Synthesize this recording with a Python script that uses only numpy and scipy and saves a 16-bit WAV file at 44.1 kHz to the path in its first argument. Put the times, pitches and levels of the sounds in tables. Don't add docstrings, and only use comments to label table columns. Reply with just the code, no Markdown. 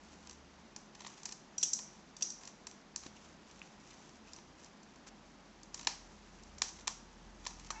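import sys
import numpy as np
from scipy import signal
from scipy.fft import rfft, irfft
from scipy.io import wavfile
from scipy.ndimage import uniform_filter1d

SR = 44100
rng = np.random.default_rng(int(sys.argv[2]) if len(sys.argv) > 2 else 0)


def master(y):
    cut = np.clip(np.atleast_2d(y).T, -1, 1)
    pcm = np.round(cut * 32767)
    wavfile.write(sys.argv[1], SR, pcm.astype(np.int16))


N = 343980
TIME = np.arange(N) / SR
HIT = np.arange(SR // 4) / SR
SMALL_SNAP_S = 0.0033


def from_db(db):
    return 10 ** (np.asarray(db) / 20)


def rms_one(x):
    return x / np.sqrt(np.mean(x ** 2) + 1e-20)


def peak_one(x):
    return x / np.sqrt(uniform_filter1d(x ** 2, size=88).max() + 1e-20)


def in_time(rows):
    times, *columns = np.transpose(rows)
    return [np.interp(TIME, times, column) for column in columns]


def at_hz(points, hz):
    frequencies, values = np.transpose(points)
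    return np.interp(np.log(np.maximum(hz, 1)), np.log(frequencies), values)


def coloured(x, spectrum):
    gains = from_db(at_hz(spectrum, np.fft.rfftfreq(N, 1 / SR)))
    return rms_one(irfft(rfft(x) * gains, N))


def drift(rate):
    targets = rng.standard_normal(4000)
    return np.interp(TIME * rate, np.arange(len(targets)), targets)


def resonate(x, hz, width):
    r = np.exp(-np.pi * width / SR)
    feedback = [1, -2 * r * np.cos(2 * np.pi * hz / SR), r * r]
    return signal.lfilter(np.array([1, 0, -1]) * (1 - r * r) / 2, feedback, x + 1e-18)


def ring(hz, ring_s):
    return np.sin(2 * np.pi * hz * HIT) * from_db(-60 * HIT / ring_s)


def add(track, s, sound):
    i = max(round(s * SR), 0)
    track[i:i + len(sound)] += sound[:N - i]


def burst(length, per_s):
    clicks = rng.standard_normal(len(HIT)) * (rng.random(len(HIT)) < per_s / SR)
    clicks[0] = 1
    return clicks * np.exp(-np.minimum(HIT / max(length, 5e-4), 6) ** 3)


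def pulsing(curve, overtones, jitter, waver_db, rate):
    hz, level_db = in_time(curve)
    phase = 2 * np.pi * np.cumsum(hz * (1 + jitter * drift(rate))) / SR
    tone = sum(from_db(db + waver_db * drift(rate)) * np.sin(round(k) * phase) for k, db in overtones)
    return from_db(level_db) * rms_one(tone) * (TIME >= curve[0][0])


def room_noise():
    # (frequency [Hz], relative level [dB])
    air_colour = [(25, -21.5), (40, -4), (80, -22.5), (101, -26), (170, -3), (240, -3), (340, -3.5),
                  (460, -9.5), (850, -8), (1200, -11.5), (1900, -15), (3000, -19.5), (5000, -21.5),
                  (7500, -32.5)]
    # (pitch [Hz], width [Hz], level [dB])
    resonances = [(73.7, 9.8, -79), (132, 5.9, -76), (164.5, 6.9, -76), (211.3, 16, -67.5)]
    air = from_db(-60.5) * coloured(rng.standard_normal(N), air_colour)
    return air + sum(from_db(db) * rms_one(resonate(rng.standard_normal(N), hz, width))
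                     for hz, width, db in resonances)


def building_hum(hz):
    # (time [s], level [dB])
    levels = [(0, -71), (.6, -71.5), (.9, -92), (2.5, -86), (3.1, -75.5), (5.7, -78), (6.6, -64.5),
              (7, -74.5), (7.8, -69)]
    gain = from_db(in_time(levels)[0] + 4.2 * drift(9.9))
    return gain * rms_one(np.sin(2 * np.pi * hz * TIME + 1.3 * drift(4.9)))


def far_engine():
    # (time [s], firing rate [Hz], level [dB])
    running = [(0, 47, -76), (.6, 50, -76), (1.2, 55, -86), (2, 45, -75), (3.5, 44, -79), (4.6, 44, -72),
               (5.5, 44, -69), (6, 42, -64.5), (7.0, 42, -65), (7.3, 42.5, -59), (7.8, 43, -57)]
    # (multiple of the firing rate, relative level [dB])
    overtones = [(1, -3.5), (2, -17.5), (3, -18), (4, -15), (5, -16.5)]
    return pulsing(running, overtones, jitter=0.0355, waver_db=1.5, rate=14)


def room_echoes(x, first_echo_s):
    edges = [150, 400, 750, 1150, 1600, 2200, 3000, 3900, 4700, 5500, 6100, 6800, 8600]
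    # (frequency [Hz], time to fade by 60 dB [s])
    fade_times = [(300, 0.26), (1200, .36), (3000, 0.37), (6000, .42), (8000, 0.38)]
    # (frequency [Hz], level relative to the sound fed in [dB])
    levels = [(300, -14), (1000, -8.5), (2800, -12.5), (4500, -10), (6000, -6), (8000, -9)]
    out, lag = np.zeros(N), round(first_echo_s * SR)
    for low, high in zip(edges, edges[1:]):
        hz = np.sqrt(low * high)
        band = signal.butter(3, [low, high], "band", fs=SR, output="sos")
        keep = from_db(-60 / (at_hz(fade_times, hz) * SR)) ** 2
        stored = signal.lfilter([1 - keep], [1, -keep], signal.sosfilt(band, x + 1e-12) ** 2)
        noise = rms_one(signal.sosfilt(band, rng.standard_normal(N)))
        out[lag:] += from_db(at_hz(levels, hz)) * (np.sqrt(stored) * noise)[:N - lag]
    return out


def sliding_gain(grip_db=-70, rise_share=0.18, fall_share=0.43):
    # (start [s], length [s], level [dB])
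    strokes = [(0.01, 0.3, -65.5), (0.989, 0.17, -59), (1.15, 0.18, -61), (1.862, 0.15, -66.5),
               (2.209, .012, -51.5), (2.408, 0.1, -59.5), (3.02, 0.067, -58), (3.137, 0.21, -63.5),
               (3.452, 0.31, -65), (3.805, 0.37, -65), (4.269, 0.089, -65.5), (4.574, 0.11, -64.5),
               (5.066, .027, -52), (5.736, 0.12, -58), (5.997, 0.84, -68), (6.628, .07, -56),
               (6.757, 0.065, -61.5), (6.9, 0.73, -72), (7.388, 0.46, -62.5)]
    power = from_db(grip_db) ** 2
    for start, length, db in strokes:
        rise = np.clip(.5 + (TIME - start) / (rise_share * length), 0, 1)
        fall = np.clip(.5 + (start + length - TIME) / (fall_share * length), 0, 1)
        power = power + (from_db(db) * rise * fall) ** 2
    return np.sqrt(power)


def rubbing(grains_per_s, size_db, clump_db, hiss_gain):
    # (frequency [Hz], relative level [dB])
    colour = [(500, -11), (950, 2.5), (1500, -3.5), (2600, -1), (4000, -4), (6000, 0.5), (7500, -3.5),
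              (9000, -5.5)]
    caught = rng.random(N) < grains_per_s * from_db(clump_db * drift(70)) / SR
    grains = caught * rng.choice([-1, 1], N) * from_db(size_db * np.minimum(rng.exponential(1, N), 4))
    hiss = hiss_gain * rng.standard_normal(N)
    return sliding_gain() * coloured(rms_one(grains) + hiss, colour)


def finger_drags(slips_per_s):
    # (middle [s], level [dB], half length [s])
    drags = [(3.17, -64, 0.013), (3.505, -68, 0.013), (3.92, -63.5, 0.011), (4.283, -65, .025)]
    slips = rng.standard_normal(N) * (rng.random(N) < slips_per_s / SR)
    pressure = sum(from_db(db) * np.exp(-np.minimum(((TIME - s) / half) ** 2, 20))
                   for s, db, half in drags)
    return pressure * rms_one(resonate(slips, hz=2570, width=520))


def box_bumps():
    # (time [s], peak level [dB], pitch [Hz], ring time [s])
    bumps = [(3.0618, -44, 292, .018), (3.617, -41, 2580, 0.0069), (4.382, -51, 334, 0.011),
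             (7.705, -36, 1200, .014)]
    out = np.zeros(N)
    for s, db, hz, ring_s in bumps:
        bass_cut = signal.butter(2, hz / 2, "high", fs=SR, output="sos")
        pop = signal.sosfilt(bass_cut, ring(hz, ring_s))
        soft_start = 1 - np.exp(-HIT * hz)
        add(out, s, from_db(db) * peak_one(pop * soft_start))
    return out


def blade_squeak():
    # (time [s], pitch [Hz], level [dB])
    course = [(7.70, 450, -88), (7.725, 452, -67), (7.765, 440, -51.5), (7.8, 450, -52)]
    # (multiple of the pitch, relative level [dB])
    overtones = [(2, -5), (3, -14), (4, -15), (5, -13), (6, -18)]
    return pulsing(course, overtones, jitter=0.02, waver_db=4, rate=350)


def knife_clatter(level_db, spread_db):
    # (pitch [Hz], relative level [dB], ring time [s])
    steel_tones = [(2620, -18.5, 0.009), (3520, -11, 0.006), (4040, -10, 0.0065), (4620, -9, 0.013),
                   (5170, -9.5, 0.011), (5763, -5.5, 0.032), (6250, -6.5, 0.023), (6400, -7, 0.0085),
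                   (6860, -8.5, 0.0072), (7330, -5.5, 0.017), (8300, -3, 0.0033)]
    # (time [s], relative peak [dB], rattle length [s], brightness [dB per octave])
    knocks = [(1.5797, -35, 0.0058, 2), (1.6127, -48, .0032, -8), (1.628, -29, 0.0046, -5),
              (1.6328, -27, 0.0058, 0), (1.68, -49, .005, 1), (1.732, -29, 0.0034, 5.5),
              (2.166, -48, .0027, 4), (2.2226, -31, 0.0056, 3.5), (2.301, -41, .0039, 2.5),
              (4.3332, -47, 0.002, 0), (4.362, -53.5, .002, -2)]
    out = np.zeros(N)
    rings = np.array([(-1) ** k * from_db(db) * ring(hz, ring_s)
                      for k, (hz, db, ring_s) in enumerate(steel_tones)])
    octaves = np.log2(np.array(steel_tones)[:, 0] / steel_tones[0][0])
    for s, db, length, brightness in knocks:
        gains = from_db(brightness * octaves + spread_db * rng.standard_normal(len(steel_tones)))
        rattle = signal.fftconvolve(burst(length, per_s=6000), gains @ rings)
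        add(out, s, from_db(db + level_db) * peak_one(rattle))
    return out


def blade_catches(gap_s=.0172, jitter_s=.0016, spread_db=3):
    # (start [s], length [s], base level [dB], card movement [dB])
    cuts = [(0.2758, .062, -49, -6.5), (1.005, .03, -53, 1), (5.7775, .078, -48, -3.5),
            (6.774, .04, -56.5, -1)]
    rows = []
    for start, length, db, card_db in cuts:
        for s in np.arange(start, start + length, gap_s):
            late, harder = rng.standard_normal(2)
            rows.append((s + jitter_s * late, db + spread_db * harder, card_db, SMALL_SNAP_S))
    return rows


def tape_crinkles(per_s=12, tries=200, threshold_db=-64, over_stroke_db=6.5, spread_db=3, card_db=-4):
    stroke_db = 20 * np.log10(sliding_gain())
    moments = rng.integers(0, N, tries)
    chosen = rng.random(tries) < per_s * N / SR / tries
    sizes = rng.standard_normal(tries)
    return [(i / SR, stroke_db[i] + over_stroke_db + spread_db * size, card_db, SMALL_SNAP_S)
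            for i, size in zip(moments[chosen], sizes[chosen]) if stroke_db[i] > threshold_db]


def tape_snaps(tape_db, flap_db, box_db, detune):
    # (time [s], base level [dB], card movement [dB], length [s])
    tears = [(0.762, -40.5, -9, 0.0027), (0.9494, -52.5, -2.5, 0.0066), (1.047, -58, 11, .004),
             (1.0651, -49.5, 6, .0025), (1.07, -43.5, -13, 0.0033), (1.2324, -45, -7, 0.0027),
             (1.2545, -35.5, -10, 0.006), (1.2898, -47.5, -3.5, 0.0046), (1.322, -39.5, -9.5, 0.0049),
             (1.789, -45, -2.5, 0.0056), (2.4525, -46.5, -15, .0046), (2.4747, -42, -7, .002),
             (2.6687, -40, -7, 0.0041), (2.712, -49.5, -6, .002), (2.9602, -30.5, -13.5, 0.0022),
             (3.063, -48.5, 0.5, 0.005), (4.386, -61, 6, 0.0026), (4.644, -49.5, -24, .003),
             (4.831, -55.5, -17, 0.0038), (4.958, -58, -6, 0.0036), (5.632, -49, -23, .0033),
             (5.7432, -36, -10.5, 0.0031), (5.8708, -24.5, -2, 0.0041), (6.434, -53, -12, .004),
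             (6.582, -46.5, -8.5, .005), (6.6185, -23.5, -4.5, 0.0026), (6.683, -43, -15, .003),
             (6.8719, -33.5, -4.5, 0.0066), (6.8769, -27.5, -3, 0.0043), (7.4516, -48, -1.5, .003),
             (7.464, -42.5, 5, 0.0047), (7.4687, -33.5, -9.5, 0.0024), (7.704, -36, -2.5, 0.0079)]
    # (pitch [Hz], width [Hz], relative level [dB])
    tape = [(4530, 130, -5.5), (4940, 300, -8), (5820, 620, 1), (6970, 350, -6), (7370, 110, -3.5)]
    flap = [(1793, 140, -4), (2464, 170, -3), (3050, 420, -2), (3964, 570, 1.5)]
    box = [(345, 68, -11), (830, 180, 0), (1006, 190, 5.5), (1270, 310, -3.5)]
    box_follows = 1.31
    bass_cut = signal.butter(2, 600, "high", fs=SR, output="sos")
    out = np.zeros(N)
    for s, db, card_db, length in tears + blade_catches() + tape_crinkles():
        tear = signal.sosfilt(bass_cut, burst(length, per_s=7700)[:SR // 16])
        tension = 1 + detune * rng.standard_normal()
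        parts = (tape, tape_db), (flap, card_db + flap_db), (box, box_follows * card_db + box_db)
        for resonances, part_db in parts:
            body = sum((-1) ** k * from_db(tone_db) * rms_one(resonate(tear, hz * tension, width))
                       for k, (hz, width, tone_db) in enumerate(resonances))
            add(out, s, from_db(db + part_db) * peak_one(body))
    return out


def scene():
    background = room_noise() + building_hum(hz=72.8) + far_engine()
    knife = knife_clatter(level_db=1.94, spread_db=3.0)
    sliding = rubbing(grains_per_s=800, size_db=3.5, clump_db=6, hiss_gain=0.92)
    squeak = blade_squeak()
    parcel = box_bumps() + finger_drags(slips_per_s=2500)
    parcel += tape_snaps(tape_db=-2.5, flap_db=-1.13, box_db=-4.5, detune=0.015)
    echoes = room_echoes(parcel + from_db(2.5) * knife, first_echo_s=.002)
    mono = background + sliding + squeak + knife + parcel + echoes
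    return np.array([mono, mono])


def record(dry):
    lifted = dry + from_db(-8.5) * resonate(dry, hz=6370, width=1500)
    cutoff_hz = 8720
    return signal.sosfilt(signal.cheby2(12, 54, cutoff_hz, fs=SR, output="sos"), lifted)


dry = scene()
out = record(dry)
master(out)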